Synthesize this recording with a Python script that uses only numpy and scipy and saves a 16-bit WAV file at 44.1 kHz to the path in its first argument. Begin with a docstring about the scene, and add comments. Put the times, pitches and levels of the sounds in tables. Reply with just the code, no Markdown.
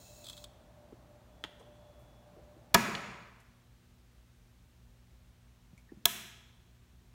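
"""A bare, ringing room, one microphone near a bench power supply made from a computer supply.
After a brief rustle a finger feels for the front toggle and snaps it off, and the fan coasts down;
later it clicks the rocker on the far side. Each switch is a spring throwing its contacts over,
and each blow knocks the steel case. Mains hum and the room's low rumble carry on underneath."""
import sys
import numpy as np
from scipy import signal
from scipy.fft import rfft, irfft
from scipy.io import wavfile

SR = 44100
rng = np.random.default_rng(int(sys.argv[2]) if len(sys.argv) > 2 else 0)


def master_out(mix):
    """Clip the mix to full scale and print it as 16-bit PCM to the path in sys.argv[1]."""
    frames = np.transpose(np.atleast_2d(mix))
    ceiling = np.clip(frames, -1, 1)
    pcm = np.round(ceiling * 32767).astype(np.int16)
    wavfile.write(sys.argv[1], SR, pcm)


N = 314863
T = np.arange(N) / SR
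BAND_LIMIT_HZ = 15900


# blows inside the front toggle: start_s, snap_db, snap_decay_s, knock_db
TOGGLE_BLOWS = [(2.7427, -20, 0.00067, -15), (2.7447, -9.5, .0016, -11), (2.7462, -13.5, 0.001, -10),
                (2.7480, -19, .002, 3)]
# its snap, straight to the microphone: frequency_hz, level_db
TOGGLE_SPECTRUM = [(60, -30.5), (200, -13), (1200, -0.5), (2800, -0.5), (4300, 1), (6600, 3), (8200, -4.5),
                   (9500, 1), (15500, -3)]
# its echo, back from the walls: frequency_hz, level_db
TOGGLE_ECHO_SPECTRUM = [(53, -42), (90, -12), (210, 3), (290, -10), (467, -8.5), (510, -19.5), (568, -10),
                        (821, -14), (1040, -8), (1640, -11.5), (1790, -12), (2430, -10.5), (3080, -21.5),
                        (6580, -24.5), (16000, -37)]

def toggle(room_db=-17.5):
    """The front toggle snaps over, facing the microphone, and the room rings."""
    click = switch_blows(TOGGLE_BLOWS, TOGGLE_SPECTRUM)
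    echo = snap_echo(TOGGLE_BLOWS, TOGGLE_ECHO_SPECTRUM, level_db=-35, build_s=0.005,
                     t60_scale=1.062, linger_db=3.5, linger_s=0.38)
    return click + amp(room_db) * room(click) + echo


# blows inside the rear rocker: start_s, snap_db, snap_decay_s, knock_db
ROCKER_BLOWS = [(6.0553, -13, 0.0017, -27), (6.0565, -11.5, 0.00159, -17.5), (6.0583, -27.5, 0.0035, -16.5)]
# its snap, from behind the case: frequency_hz, level_db
ROCKER_SPECTRUM = [(60, -48), (200, -16), (1000, -10), (2100, -11), (3100, 5), (4600, -4), (6300, 0),
                   (8500, -4.5), (11000, -6.5), (14800, -1)]
# its echo, back from the walls: frequency_hz, level_db
ROCKER_ECHO_SPECTRUM = [(88, -44), (150, -13), (217, 0), (309, -13), (383, -5), (504, -30), (675, -10.5),
                        (774, -16.5), (1630, -9.5), (2920, -6), (4410, -18.5), (5790, -9.5), (10400, -13.5),
                        (12900, -7.5), (16000, -21)]

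def rocker(room_db=-17.5):
    """The rear rocker clicks facing away from the microphone, so its echo builds more slowly."""
    click = switch_blows(ROCKER_BLOWS, ROCKER_SPECTRUM)
    echo = snap_echo(ROCKER_BLOWS, ROCKER_ECHO_SPECTRUM, level_db=-44, build_s=0.012,
                     t60_scale=0.87, linger_db=1.5, linger_s=0.2)
    return click + amp(room_db) * room(click) + echo


def switch_blows(blows, spectrum):
    """Switch parts strike a few ms apart: each blow is a snap of noise and a knock on the case."""
    out = noise(spectrum) * bursts([row[:3] for row in blows])
    for start_s, _, _, knock_db in blows:
        add(out, start_s, amp(knock_db) * case_ring())
    return out


# steel case modes, ending with the thin cover's faint, long ring: pitch_hz, level_db, t60_s
CASE_MODES = [(112, -47.5, .2), (186.56, -27, 0.13), (226.3, -30, .4), (263, -37.5, 0.043),
              (362, -31.5, 0.086), (398, -28, .12), (636, -29.5, .05), (694, -21.5, .085),
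              (925, -30.5, 0.15), (975, -22.5, 0.083), (1106, -27.5, .07), (1261.7, -20.5, 0.06),
              (1330, -28, 0.052), (1683, -21, .085), (1900, -35.5, 0.14), (2270, -38, 0.13),
              (2436, -26.5, .045), (3370, -36, 0.062), (4550, -38, 0.042), (5340, -34.5, 0.021),
              (5570, -37, .06), (6780, -28, 0.034), (7420, -36, .05), (1286, -44, 1), (1680, -46.5, 0.96),
              (2490, -47, 1), (6764, -51.5, 1)]
# clatter of the panels: frequency_hz, level_db
PANEL_SPECTRUM = [(60, -21), (170, 0), (500, -9.5), (1000, 2), (2200, -2.5), (3300, -9), (6000, -18),
                  (10000, -30), (16000, -36)]

def case_ring(panel_db=-17, panel_decay_s=0.0047):
    """One blow on the case: its clear modes plus a short clatter of dense panel modes."""
    t = T[:SR // 2]
    modes = sum((-1) ** k * amp(db) * np.exp(-np.log(1000) * t / t60) * np.sin(2 * np.pi * hz * t)
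                for k, (hz, db, t60) in enumerate(CASE_MODES))
    clatter = unit(colour(rng.standard_normal(len(t)), PANEL_SPECTRUM))
    return modes + amp(panel_db) * clatter * np.exp(-t / panel_decay_s)


# the toggle's lever taking up its slack: start_s, snap_db, snap_decay_s, knock_db
LEVER_BLOWS = [(1.4395, -30.5, 0.0029, -42), (1.4463, -42, 0.0026, -36)]
# the duller snap of those blows: frequency_hz, level_db
LEVER_SPECTRUM = [(88, -26), (200, -4), (380, 8.5), (520, -9), (972, 3.5), (1510, -6), (1730, -3.5),
                  (2810, -5.5), (3340, 0.5), (3670, -13), (6430, -19.5), (15000, -44)]

def lever(room_db=-13, desk_db=-9, desk_decay_s=0.015):
    """The lever taps its stop without switching; the nearby desk and wall scatter the tap back."""
    tap = switch_blows(LEVER_BLOWS, LEVER_SPECTRUM)
    t = T[:SR // 5]
    scatter = rng.standard_normal(len(t)) * np.exp(-t / desk_decay_s)
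    near_echo = signal.fftconvolve(tap, scatter / np.linalg.norm(scatter))[:N]
    return tap + amp(desk_db) * near_echo + amp(room_db) * room(tap)


# soft fingertip thuds on lever and case: start_s, level_db, decay_s, pitch_hz
FINGERTIP_THUDS = [(.924, -42, 0.0056, 300), (1.603, -52, 0.015, 540), (2.364, -53, 0.029, 420),
                   (2.565, -53, 0.0081, 350), (2.882, -38.5, 0.013, 370), (5.731, -46, 0.0043, 170),
                   (5.919, -40.5, 0.0057, 310), (5.967, -49.5, 0.0093, 190)]
# fingernail ticks and grazes: start_s, level_db, decay_s, pitch_hz
NAIL_TICKS = [(1.595, -67.5, 0.016, 6500), (1.992, -76, .06, 11000), (2.951, -30, 0.0038, 2800),
              (3.401, -65.5, 0.009, 7000), (5.777, -66.5, .01, 6700)]
# skin squeaks as the hand grips the case: start_s, level_db, pitch_hz
SKIN_SQUEAKS = [(5.776, -61, 2250), (5.889, -62.5, 1793)]

def fingers(room_db=-12):
    """Low thuds from the fingertip, high ticks from the nail, narrow squeaks from gripping skin."""
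    out = np.zeros(N)
    for start_s, db, decay_s, hz in FINGERTIP_THUDS:
        add(out, start_s, contact(db, hz, decay_s, octaves=0.92, case_db=-13))
    for start_s, db, decay_s, hz in NAIL_TICKS:
        add(out, start_s, contact(db, hz, decay_s, octaves=1.3, case_db=-14))
    for start_s, db, hz in SKIN_SQUEAKS:
        add(out, start_s, contact(db, hz, decay_s=0.013, octaves=0.17, case_db=-20))
    return out + amp(room_db) * room(out)


def contact(db, hz, decay_s, octaves, case_db, damping_s=0.028):
    """One short scraping contact in a band around hz, which also rings the case."""
    t = T[:SR // 5]
    edges_hz = np.minimum(hz * 2 ** (np.array([-0.5, 0.5]) * octaves), BAND_LIMIT_HZ)
    scrape = rng.standard_normal(len(t)) * np.exp(-t / decay_s)
    push = signal.lfilter(*signal.butter(2, edges_hz, "band", fs=SR), scrape)
    push *= np.sqrt(decay_s * SR / 2) / np.linalg.norm(push)  # energy grows with the contact time
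    ring = signal.fftconvolve(push, case_ring())[:len(t)] * np.exp(-t / damping_s)  # skin damps steel
    return amp(db) * (push + amp(case_db) * unit(ring) * np.std(push))


# resonances of the sliding hand: pitch_hz, width_hz, level_db
SLIDE_RESONANCES = [(2630, 34, 6.5), (3210, 66, -3), (4060, 320, 1.5), (5520, 280, -2), (6150, 200, -1),
                    (6830, 130, 6), (7560, 220, 0), (9060, 870, -5.5), (13400, 1900, -10),
                    (15500, 550, -3.5)]
# rasp of its catches: frequency_hz, level_db
CATCH_SPECTRUM = [(300, -39), (1200, -6), (1900, -18), (2900, -10), (3300, 9), (4000, 3), (4800, -6.5),
                  (6000, -10), (8000, -3), (9200, -14), (10500, -6.5), (13000, -22), (15500, -8.5)]

def rustle(press_s=0.24, ease_s=0.34, lift_s=0.433, lift_decay_s=0.018,
           slide_db=-60.5, ease_db=-2, grain_db=1.0, room_db=-17):
    """Friction grains pass through resonances as the hand slides, presses, eases and lifts off."""
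    grains = rng.standard_normal(N) * amp(grain_db * drift(270))
    slide = sum((-1) ** k * amp(db) * signal.lfilter(*signal.iirpeak(hz, hz / width, fs=SR), grains)
                for k, (hz, width, db) in enumerate(SLIDE_RESONANCES))
    lift_off = np.exp(-np.maximum(T - lift_s, 0) / lift_decay_s)
    slide = unit(slide) * amp(slide_db + ease_db * (T > ease_s)) * lift_off
    slips = colour(grains * catches(press_s, ease_s), CATCH_SPECTRUM)
    slips /= np.std(colour(grains, CATCH_SPECTRUM))
    return slide + slips + amp(room_db) * room(slide + slips)


# the hand's sharpest catches: start_s, level_db
SHARP_CATCHES = [(.244, -45.5), (.2668, -43.5), (0.2844, -42.5), (0.2978, -39.5), (0.368, -50), (.377, -47),
                 (0.441, -43)]

def catches(press_s, ease_s, faint_per_s=78, faint_db=-52.5, spread_db=2.5, decay_s=0.0061):
    """Envelope of stick and slip: a few sharp catches, and faint random ones while the hand presses."""
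    draws = rng.random((round(faint_per_s * (ease_s - press_s)), 2))
    faint = [(press_s + (k + when) / faint_per_s, faint_db + spread_db * (2 * size - 1))
             for k, (when, size) in enumerate(draws)]
    return np.sqrt(sum(bursts([(start_s, db, decay_s)]) ** 2 for start_s, db in SHARP_CATCHES + faint))


# air rushing through the fan: frequency_hz, level_db
FAN_SPECTRUM = [(60, -6), (100, -0.5), (200, -6.5), (330, -8), (450, -13), (620, -3.5), (900, -11.5),
                (1500, -20.5), (2600, -30), (4000, -34), (8000, -46)]

def fan(blade_hz=593.5, off_s=2.75, coast_s=0.4, tone_db=-65, air_db=-63, waver=0.0018, flutter_db=5.5):
    """Fluttering blade tone and rushing air, coasting down once the toggle cuts the power."""
    speed = np.exp(-np.maximum(T - off_s, 0) / coast_s)
    blade_passes = np.cumsum(blade_hz * speed * (1 + waver * drift(23))) / SR
    flutter = amp(flutter_db * np.minimum(drift(13), 1))
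    tone = unit(np.sin(2 * np.pi * blade_passes) * flutter)
    return speed ** 2 * (amp(tone_db) * tone + amp(air_db) * noise(FAN_SPECTRUM))


# partials of the mains hum: harmonic_number, level_db
MAINS_HZ, HUM_PARTIALS = 59.54, [(1, -71.5), (2, -67.5), (3, -77.5), (4, -76), (6, -86.5)]

def mains_hum(waver_db=2.0):
    """The mains hums throughout, each harmonic wavering a little in level."""
    return sum(amp(db + waver_db * drift(6.8))
               * unit(np.sin(2 * np.pi * (k * MAINS_HZ * T + rng.random()))) for k, db in HUM_PARTIALS)


# faint electrical tones: pitch_hz, level_db
WHINE_TONES = [(3413, -79), (10993, -101)]

def whine(on_s=1.25, off_s=2.37, fade_s=0.17):
    """A thin electrical whine fades in and out while the finger rests on the lever."""
    tones = sum(amp(db) * unit(np.sin(2 * np.pi * hz * T + 0.4 * drift(19))) for hz, db in WHINE_TONES)
    return tones * np.clip(np.minimum(T - on_s, off_s - T) / fade_s, 0, 1)


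# ring of the bare room: frequency_hz, t60_s
ROOM_DECAY = [(100, 1), (250, .85), (700, 1.1), (1800, 1.1), (3500, 1.0), (7000, .8), (11000, .6),
              (15500, .52)]

def reflections(build_s, t60_scale=1):
    """Dense reflections of energy 1 that build up, then die faster in the treble."""
    t = T[:SR * 3 // 2]
    hz, frame_s, spectra = signal.stft(rng.standard_normal(len(t)), SR, nperseg=512)
    t60_s = t60_scale * read(ROOM_DECAY, hz)[:, None]
    spectra *= np.exp(-np.log(1000) * frame_s / t60_s)
    tail = signal.istft(spectra, SR, nperseg=512)[1][:len(t)] * (1 - np.exp(-t / build_s))
    return tail / np.linalg.norm(tail)


def room(x):
    """A sound as the walls return it to the microphone."""
    return signal.fftconvolve(x, reflections(build_s=0.003))[:N]


def snap_echo(blows, spectrum, level_db, build_s, t60_scale, linger_db, linger_s):
    """A snap leaves the case in all directions and returns as one tail, lingering around linger_s."""
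    tail = colour(reflections(build_s, t60_scale), spectrum)
    age = (T[:len(tail)] / linger_s) ** 2
    gain = amp(level_db + linger_db * age * np.exp(1 - age))
    out = np.zeros(N)
    add(out, blows[1][0], gain * tail / np.std(tail[:SR // 10]))  # starts with the second blow
    return out


# still air all round the microphone: frequency_hz, level_db
ROOM_TONE_SPECTRUM = [(22, -16), (31, -10), (42, -4), (55, 2), (85, -7.5), (150, -13.5), (300, -22.5),
                      (1000, -28), (4000, -32.5), (4900, -36), (6000, -35), (9300, -39.5), (10400, -41.5),
                      (15500, -41)]

def room_tone(level_db=-62.5):
    """Low rumble and faint hiss of the room."""
    return amp(level_db) * noise(ROOM_TONE_SPECTRUM)


def amp(db):
    """Decibels to gain."""
    return 10 ** (np.asarray(db) / 20)


def unit(x):
    """Scales to rms 1."""
    return x / np.sqrt(np.mean(x ** 2) + 1e-20)


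def read(points, hz):
    """Reads a table on a log-frequency axis."""
    table_hz, value = np.transpose(points)
    return np.interp(np.log(hz + 1), np.log(table_hz + 1), value)


def add(mix, start_s, sound):
    """Mixes a sound in at start_s."""
    part = mix[round(start_s * SR):][:len(sound)]
    part += sound[:len(part)]


def colour(x, spectrum, size=4096):
    """Minimum-phase filter with the given spectrum."""
    log_gain = np.log(amp(read(spectrum, abs(np.fft.fftfreq(size, 1 / SR)))))
    taps = np.fft.ifft(np.exp(np.conj(signal.hilbert(log_gain)))).real
    return signal.oaconvolve(x, taps[:size // 2])[:len(x)]


def noise(spectrum):
    """Steady noise of rms 1 with the given spectrum."""
    gain = amp(read(spectrum, np.fft.rfftfreq(N, 1 / SR)))
    return unit(irfft(rfft(rng.standard_normal(N)) * gain, N))


def drift(hz):
    """Random wander of rms 1, slower than hz."""
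    return unit(irfft(rfft(rng.standard_normal(N)) * (np.fft.rfftfreq(N, 1 / SR) < hz), N))


def bursts(rows):
    """Envelope of sudden, dying bursts."""
    out = np.zeros(N)
    for start_s, db, decay_s in rows:
        add(out, start_s, amp(db) * np.exp(-T[:SR // 5] / decay_s))
    return out


def scene():
    """In mono at the bench: switches and hand in front; fan, hum, whine and room tone beneath."""
    handling = toggle() + rocker() + lever() + fingers() + rustle()
    return (handling + fan() + mains_hum() + whine() + room_tone())[None]


def record(dry, bass_cut_hz=40):
    """The microphone's bass cut and the recorder's band limit."""
    bass_cut = signal.butter(4, bass_cut_hz, "high", fs=SR, output="sos")
    band_limit = signal.firwin(511, BAND_LIMIT_HZ, window=("kaiser", 9), fs=SR)
    return signal.oaconvolve(signal.sosfilt(bass_cut, dry), band_limit[None], "same")


dry = scene()
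out = record(dry)
master_out(out)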